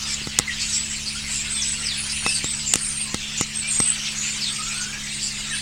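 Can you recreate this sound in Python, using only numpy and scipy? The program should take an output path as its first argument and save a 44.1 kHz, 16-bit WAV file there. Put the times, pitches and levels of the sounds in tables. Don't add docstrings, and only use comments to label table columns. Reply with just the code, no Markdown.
import sys
import numpy as np
from scipy import signal
from scipy.fft import rfft, irfft
from scipy.io import wavfile
from scipy.ndimage import uniform_filter1d, minimum_filter1d

SR = 44100
rng = np.random.default_rng(int(sys.argv[2]) if len(sys.argv) > 2 else 0)


def persist_wave(psi):
    counts = np.round(np.clip(psi, -1, 1) * 32767).astype(np.int16)
    wavfile.write(sys.argv[1], SR, np.atleast_2d(counts).T)


N = 247401
TIME = np.arange(N) / SR

# time_s, chatter_db, squeak_db
FLOCK_LEVELS = [(0.0, -32.5, -30), (0.22, -35.5, -38), (0.43, -33.5, -39.5), (0.69, -32.5, -31.5),
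                (1.11, -35.5, -36.5), (1.72, -32, -33.5), (2.24, -33, -35), (2.4, -34, -34.5),
                (2.9, -36.5, -34.5), (3.21, -34.5, -36.5), (3.62, -35.5, -36.5), (3.84, -33, -35.5),
                (4.23, -32.5, -33), (4.93, -33, -35.5), (5.29, -36, -35), (5.6, -32, -37)]
# frequency_hz, gain_db
FLOCK_SPECTRUM = [(600, -18), (1000, -11), (1500, -14), (2100, -6.5), (2700, -1.5), (3400, -4), (5000, 2.5),
                  (6300, 1), (7800, 4.5), (9000, -3.5), (10300, -5.5), (12500, -7), (15000, -56)]
# time_s, firing_hz, fundamental_gain_db
ENGINE_STATE = [(0, 71.36, -2), (2.2, 71.3, 0.5), (3.6, 71.03, -10), (5.6, 69.67, -14)]
# order, base_level_db
ENGINE_ORDERS = [(1, -46), (2, -46.5), (3, -44)]
# frequency_hz, gain_db
AIR_SPECTRUM = [(15, -2), (30, 5.5), (55, -0.5), (100, -5), (180, -9), (280, -10.5), (400, -17), (700, -22),
                (5000, -17), (11000, -36.5), (15500, -30.5)]
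# start_s, end_s, resonance_hz, level_db
RASP_CALLS = [(0.08, 0.152, 5180, -31), (0.088, 0.142, 7630, -34), (0.598, 0.642, 4690, -27),
              (0.601, 0.748, 6780, -33.5), (0.719, 0.769, 5470, -26), (1.053, 1.099, 4610, -28),
              (1.29, 1.44, 7570, -28.5), (2.091, 2.127, 4970, -27.5), (2.279, 2.396, 8480, -27.5),
              (3.171, 3.422, 3240, -36.5), (3.36, 3.447, 5980, -32), (3.697, 3.781, 7290, -25.5),
              (3.957, 4.097, 5730, -35), (4.209, 4.307, 2690, -31.5), (4.612, 4.712, 7100, -32),
              (4.803, 4.845, 6620, -29.5), (5.188, 5.316, 4870, -32.5), (5.215, 5.282, 7570, -28)]
# start_s, end_s, pitch_hz, fall_octaves, level_db
SQUAWK_CALLS = [(0.123, 0.15, 7300, 0.36, -27), (0.22, 0.256, 4680, .2, -37),
                (1.149, 1.23, 4570, 0.56, -39), (1.613, 1.642, 5720, 0.59, -24),
                (1.834, 1.937, 4560, 0.93, -27.5), (1.963, 2.002, 2780, .43, -34),
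                (2.253, 2.399, 4920, 0.36, -29), (2.436, 2.517, 3600, 0.266, -35),
                (4.403, 4.498, 4220, 0.85, -26.5)]
# start_s, end_s, pitch_hz, glide_hz, level_db
LOW_WHISTLES = [(0.469, 0.512, 1995, -380, -26.5), (1.143, 1.179, 1436, 75, -41.5),
                (1.561, 1.621, 3450, -360, -30.5), (2.241, 2.326, 2640, 60, -27.5),
                (3.048, 3.133, 1050, -90, -47), (3.612, 3.703, 2356, 253, -34),
                (4.549, 4.855, 1365, 288, -40), (4.832, 5.003, 1602, 230, -42),
                (5.501, 5.554, 1756, -380, -32.5)]
# start_s, end_s, pitch_hz, glide_hz, level_db, roughness_ratio
HIGH_WHISTLES = [(0.67, 1.0, 7830, -600, -33, 0.12), (0.739, 0.796, 7660, 802, -24.5, 0.17),
                 (1.071, 1.176, 9050, 450, -39.5, 0.53), (1.487, 1.625, 8270, 509, -29, 0.37),
                 (1.63, 1.756, 7960, 250, -27, 0.22), (1.767, 1.902, 8120, 500, -34, 0.46),
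                 (1.957, 2.09, 9700, -400, -33, .3), (2.075, 2.398, 9150, -650, -32, 0.66),
                 (2.427, 2.526, 7840, 1303, -28.5, .05), (2.511, 2.626, 8000, 0, -31, 0.31),
                 (2.647, 2.749, 7200, -600, -25.5, 0.42), (2.762, 2.94, 9220, -350, -34.5, 0.7),
                 (2.786, 2.957, 8750, 702, -29.5, 0.29), (2.939, 3.055, 8750, -100, -28, 0.2),
                 (3.371, 3.425, 7030, -150, -26.5, 0.3), (3.541, 3.634, 8230, -1000, -27.5, 0.04),
                 (3.66, 3.811, 8570, -250, -27, .06), (3.772, 3.86, 8310, -280, -22, 0.26),
                 (3.838, 3.917, 8170, -100, -20, 0.22), (4.136, 4.339, 6990, 1286, -30, 0.43),
                 (4.438, 4.628, 8380, 509, -34, 0.34), (4.695, 4.827, 8170, 456, -34.5, .2),
                 (5.085, 5.192, 8600, 204, -37, 0.42), (5.29, 5.426, 8530, -80, -44.5, .05),
                 (5.496, 5.61, 8880, 304, -32.5, 0.38)]
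# frequency_hz, gain_db, t60_s
SHELL_MODES = [(482, -20.5, 0.057), (830, -13.5, 0.023), (1110, -7.5, 0.015), (1284, -11.5, 0.027),
               (2007, -7.5, 0.021), (3740, -6.5, 0.015)]
# frequency_hz, gain_db
CONTACT_SPECTRUM = [(300, -25), (1500, -14), (3500, -7.5), (6000, -4.5), (8000, -1), (9500, -9),
                    (12000, -23.5), (16000, -32)]
# start_s, thump_gain_db, shell_gain_db, tick_gain_db
BODY_KNOCKS = [(0.2166, -26.5, -36, -35), (0.2724, -17, -23, -26), (0.397, -16, -15.5, -18),
               (2.264, -21, -8, -19.5), (2.4437, -16.5, -21.5, -18.5), (2.7567, -14.5, -17, -10),
               (3.1445, -13.5, -14.5, -15.5), (3.411, -11, -12.5, -12), (3.802, -11.5, -12.5, -11)]
# start_s, gain_db
BUTTON_PRESSES = [(.3880, -1.5), (2.7372, -1.5)]
# start_s, end_s, pitch_hz, level_db
ZOOM_RUNS = [(1.013, 1.407, 9640, -45.5), (1.409, 2.55, 8790, -44)]


def gain_of(db):
    return 10 ** (np.asarray(db) / 20)


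def unit_rms(x):
    return x / np.sqrt(np.mean(x ** 2) + 1e-20)


def add(mix, start_s, sound):
    part = mix[max(round(start_s * SR), 0):][:len(sound)]
    part += sound[:len(part)]


def coloured(x, envelope):
    hz, db = np.transpose(envelope)
    f = np.fft.rfftfreq(len(x), 1 / SR)
    return irfft(rfft(x) * gain_of(np.interp(np.log(f + 1), np.log(hz), db)), len(x))


def wander(rate_hz):
    f = np.fft.rfftfreq(N, 1 / SR)
    return unit_rms(irfft(rfft(rng.standard_normal(N)) * np.exp(-.5 * (f / rate_hz) ** 2), N))


def phase_of(hz):
    return 2 * np.pi * np.cumsum(hz) / SR


def span(start, end):
    first = round(start * SR)
    at = np.arange(first, max(round(end * SR), first + 64))
    return at % N, np.linspace(0, 1, len(at))


def foliage(x, t60_s, wet_db, echoes_per_s=2000):
    t = np.arange(SR // 4) / SR
    taps = rng.standard_normal(len(t)) * (rng.random(len(t)) < echoes_per_s / SR)
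    taps *= gain_of(-60 * t / t60_s)
    taps *= gain_of(wet_db) / np.linalg.norm(taps)
    taps[0] = 1
    return signal.fftconvolve(x, taps) / np.hypot(1, gain_of(wet_db))


def chirps(count=120, glide=0.225, spread_db=7, buzz_hz=190):
    out, tremble = np.zeros(N), wander(740)
    for when, pitch, length, slope, arch, rough, rate, size in rng.random((count, 8)):
        start = when * N / SR
        at, u = span(start, start + 0.0151 + .06 * length ** 2)
        centre_hz = 1300 + 8200 * pitch ** 1.35
        bend = (2 * slope - 1.2) * (u - .5) - (arch - .3) * (u - .5) ** 2
        trill = np.sin(2 * np.pi * (60 + 240 * rate) * at / SR)
        hz = centre_hz * np.exp(glide * bend) + buzz_hz * rough * (trill + tremble[at])
        envelope = gain_of(spread_db * size) * (1 + rough * trill) * np.sin(np.pi * u)
        add(out, start, envelope * np.sin(phase_of(hz)))
    return out


def distant_rasps(patch_db=2, top_patch_db=9.5, flicker_db=1, cutoff_hz=9800):
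    hz, _, spectra = signal.stft(rng.standard_normal(N), SR, nperseg=256, noverlap=192)
    patches = uniform_filter1d(rng.standard_normal(spectra.shape), size=7, axis=0)
    patches = unit_rms(uniform_filter1d(patches, size=22, axis=1))
    flicker = unit_rms(uniform_filter1d(rng.standard_normal(spectra.shape[1]), size=9))
    passed = 1 / np.hypot(1, (hz[:, None] / cutoff_hz) ** 6)
    depth_db = patch_db + top_patch_db * (0.5 - passed)
    spectra *= passed * gain_of(depth_db * patches + flicker_db * flicker)
    return unit_rms(signal.istft(spectra, SR, nperseg=256, noverlap=192)[1][:N])


def flock(groups=20, hiss_db=-3, crossover_hz=4000, squeak_lift_db=1.0):
    voices = sum(foliage(chirps(), t60_s=0.35, wet_db=-2.5)[:N] for _ in range(groups))
    babble = coloured(unit_rms(voices) + gain_of(hiss_db) * distant_rasps(), FLOCK_SPECTRUM)
    low = signal.sosfiltfilt(signal.butter(4, crossover_hz, fs=SR, output="sos"), babble)
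    times, chatter_db, squeak_db = np.transpose(FLOCK_LEVELS)
    chatter = unit_rms(low) * gain_of(np.interp(TIME, times, chatter_db))
    squeaks = unit_rms(babble - low) * gain_of(np.interp(TIME, times, squeak_db) + squeak_lift_db)
    return chatter + squeaks


def engine(waver=0.0026):
    times, firing_hz, boom_db = np.transpose(ENGINE_STATE)
    phase = phase_of(np.interp(TIME, times, firing_hz) * (1 + waver * wander(4.8)))
    boom = gain_of(np.interp(TIME, times, boom_db))
    out = np.zeros(N)
    for order, db in ENGINE_ORDERS:
        rms = gain_of(db) * (boom if order == 1 else 1)
        out += np.sqrt(2) * rms * np.sin(order * phase + 2 * np.pi * rng.random())
    return out


def open_air(level_db=-42):
    return gain_of(level_db) * unit_rms(coloured(rng.standard_normal(N), AIR_SPECTRUM))


def from_perch(call, db, t60_s, wet_db):
    heard = foliage(call, t60_s, wet_db)
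    return gain_of(db) * heard * np.sqrt(len(call)) / np.linalg.norm(heard)


def rasps(pulse_hz=170, depth=0.54, width_hz=790, sag=0.0608, upper_hz=10990, upper_db=-27.5):
    out, noise = np.zeros(N), rng.standard_normal(N) + 1j * rng.standard_normal(N)
    skirt_hz_db = [(600, -29), (2500, -4.5), (5000, 2), (8500, -1.5),
                   (10500, -16.5), (12500, -31), (15000, -33)]
    skirt = gain_of(-8) * unit_rms(coloured(rng.standard_normal(N), skirt_hz_db))
    puffs = 1 + depth * np.sin(phase_of(pulse_hz * (1 + 0.18 * wander(8))))
    for start, end, hz, db in RASP_CALLS:
        at, u = span(start, end)
        band = signal.lfilter(*signal.butter(2, width_hz / 2, fs=SR), noise[at])
        throat = np.exp(1j * phase_of(hz * (1 + sag * (.5 - u))))
        upper = gain_of(upper_db) * np.exp(2j * np.pi * upper_hz * at / SR)
        resonant = unit_rms((band * (throat + upper)).real)
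        call = (resonant + skirt[at]) * puffs[at] * signal.windows.tukey(len(u), 0.3)
        add(out, start, from_perch(call, db, t60_s=0.088, wet_db=2))
    return out


def contour(start, end, glide, arch):
    from_middle = span(start, end)[1] - .5
    return glide * from_middle - arch * (2 * from_middle) ** 2


def tonal_calls(squawk_roughness=0.424, low_roughness=0.081):
    for start, end, hz, fall, db in SQUAWK_CALLS:
        octaves = contour(start, end, -fall, arch=-0.0296)
        yield start, end, hz * 2 ** octaves, db, squawk_roughness
    for start, end, hz, glide_hz, db in LOW_WHISTLES:
        yield start, end, hz + contour(start, end, glide_hz, arch=0), db, low_roughness
    for start, end, hz, glide_hz, db, roughness in HIGH_WHISTLES:
        yield start, end, hz + contour(start, end, glide_hz, arch=202), db, roughness


def whistles(quaver_hz=200, flutter_db=3, crescendo_db=1.5):
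    out, slow, fast, flutter = np.zeros(N), wander(35.4), wander(780), wander(100)
    for start, end, hz, db, roughness in tonal_calls():
        at, u = span(start, end)
        jitter_hz = np.interp(hz, [2000, 4000, 8000], [260, 520, 430])
        deviation_hz = roughness * (quaver_hz * slow[at] + jitter_hz * fast[at])
        swell = gain_of(flutter_db * flutter[at] + crescendo_db * (u - .5))
        call = swell * signal.windows.tukey(len(u), .38) * np.sin(phase_of(hz + deviation_hz))
        add(out, start, from_perch(call, db, t60_s=0.17, wet_db=-2))
    return out


def shell_ring(t):
    return sum(gain_of(db - 60 * t / t60) * np.sin(2 * np.pi * hz * t) for hz, db, t60 in SHELL_MODES)


def contact_noise(t, t60_s):
    return unit_rms(coloured(rng.standard_normal(len(t)), CONTACT_SPECTRUM)) * gain_of(-60 * t / t60_s)


def knocks(thump_hz=220, thump_t60_s=0.0072, low_cut_hz=85):
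    out, t = np.zeros(N), np.arange(4096) / SR
    shell = shell_ring(t)
    jolt = -2.5 * np.sin(2 * np.pi * thump_hz * t) * gain_of(-60 * t / thump_t60_s)
    thump = signal.lfilter(*signal.butter(2, low_cut_hz, "high", fs=SR), jolt)
    for start, thump_db, shell_db, tick_db in BODY_KNOCKS:
        tick = contact_noise(t, t60_s=0.014)
        add(out, start, gain_of(thump_db) * thump - gain_of(shell_db) * shell + gain_of(tick_db) * tick)
    return out


def button_clicks(ring_db=-11):
    out, t = np.zeros(N), np.arange(4096) / SR
    ring = gain_of(ring_db) * shell_ring(t)
    for start, db in BUTTON_PRESSES:
        add(out, start, gain_of(db) * (2 * contact_noise(t, t60_s=0.01) + ring))
    return out


def zoom_motor(waver=0.002):
    out, unsteady = np.zeros(N), wander(60)
    for start, end, hz, db in ZOOM_RUNS:
        at, _ = span(start, end)
        tone = np.sin(phase_of(hz * (1 + waver * unsteady[at])))
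        add(out, start, gain_of(db) * unit_rms(tone * signal.windows.tukey(len(at), .1)))
    return out


def scene():
    mono = flock() + engine() + open_air() + rasps() + whistles()
    mono += knocks() + button_clicks() + zoom_motor()
    return np.array([mono, mono])


def record(dry, ceiling=.88, cutoff_hz=16000):
    allowed_gain = np.minimum(1, ceiling / (abs(dry) + 1e-9))
    limited = dry * uniform_filter1d(minimum_filter1d(allowed_gain, size=7), size=7)
    low_pass = signal.firwin(511, cutoff_hz, window=("kaiser", 9), fs=SR)
    return signal.oaconvolve(limited, low_pass[None], "same")


dry = scene()
out = record(dry)
persist_wave(out)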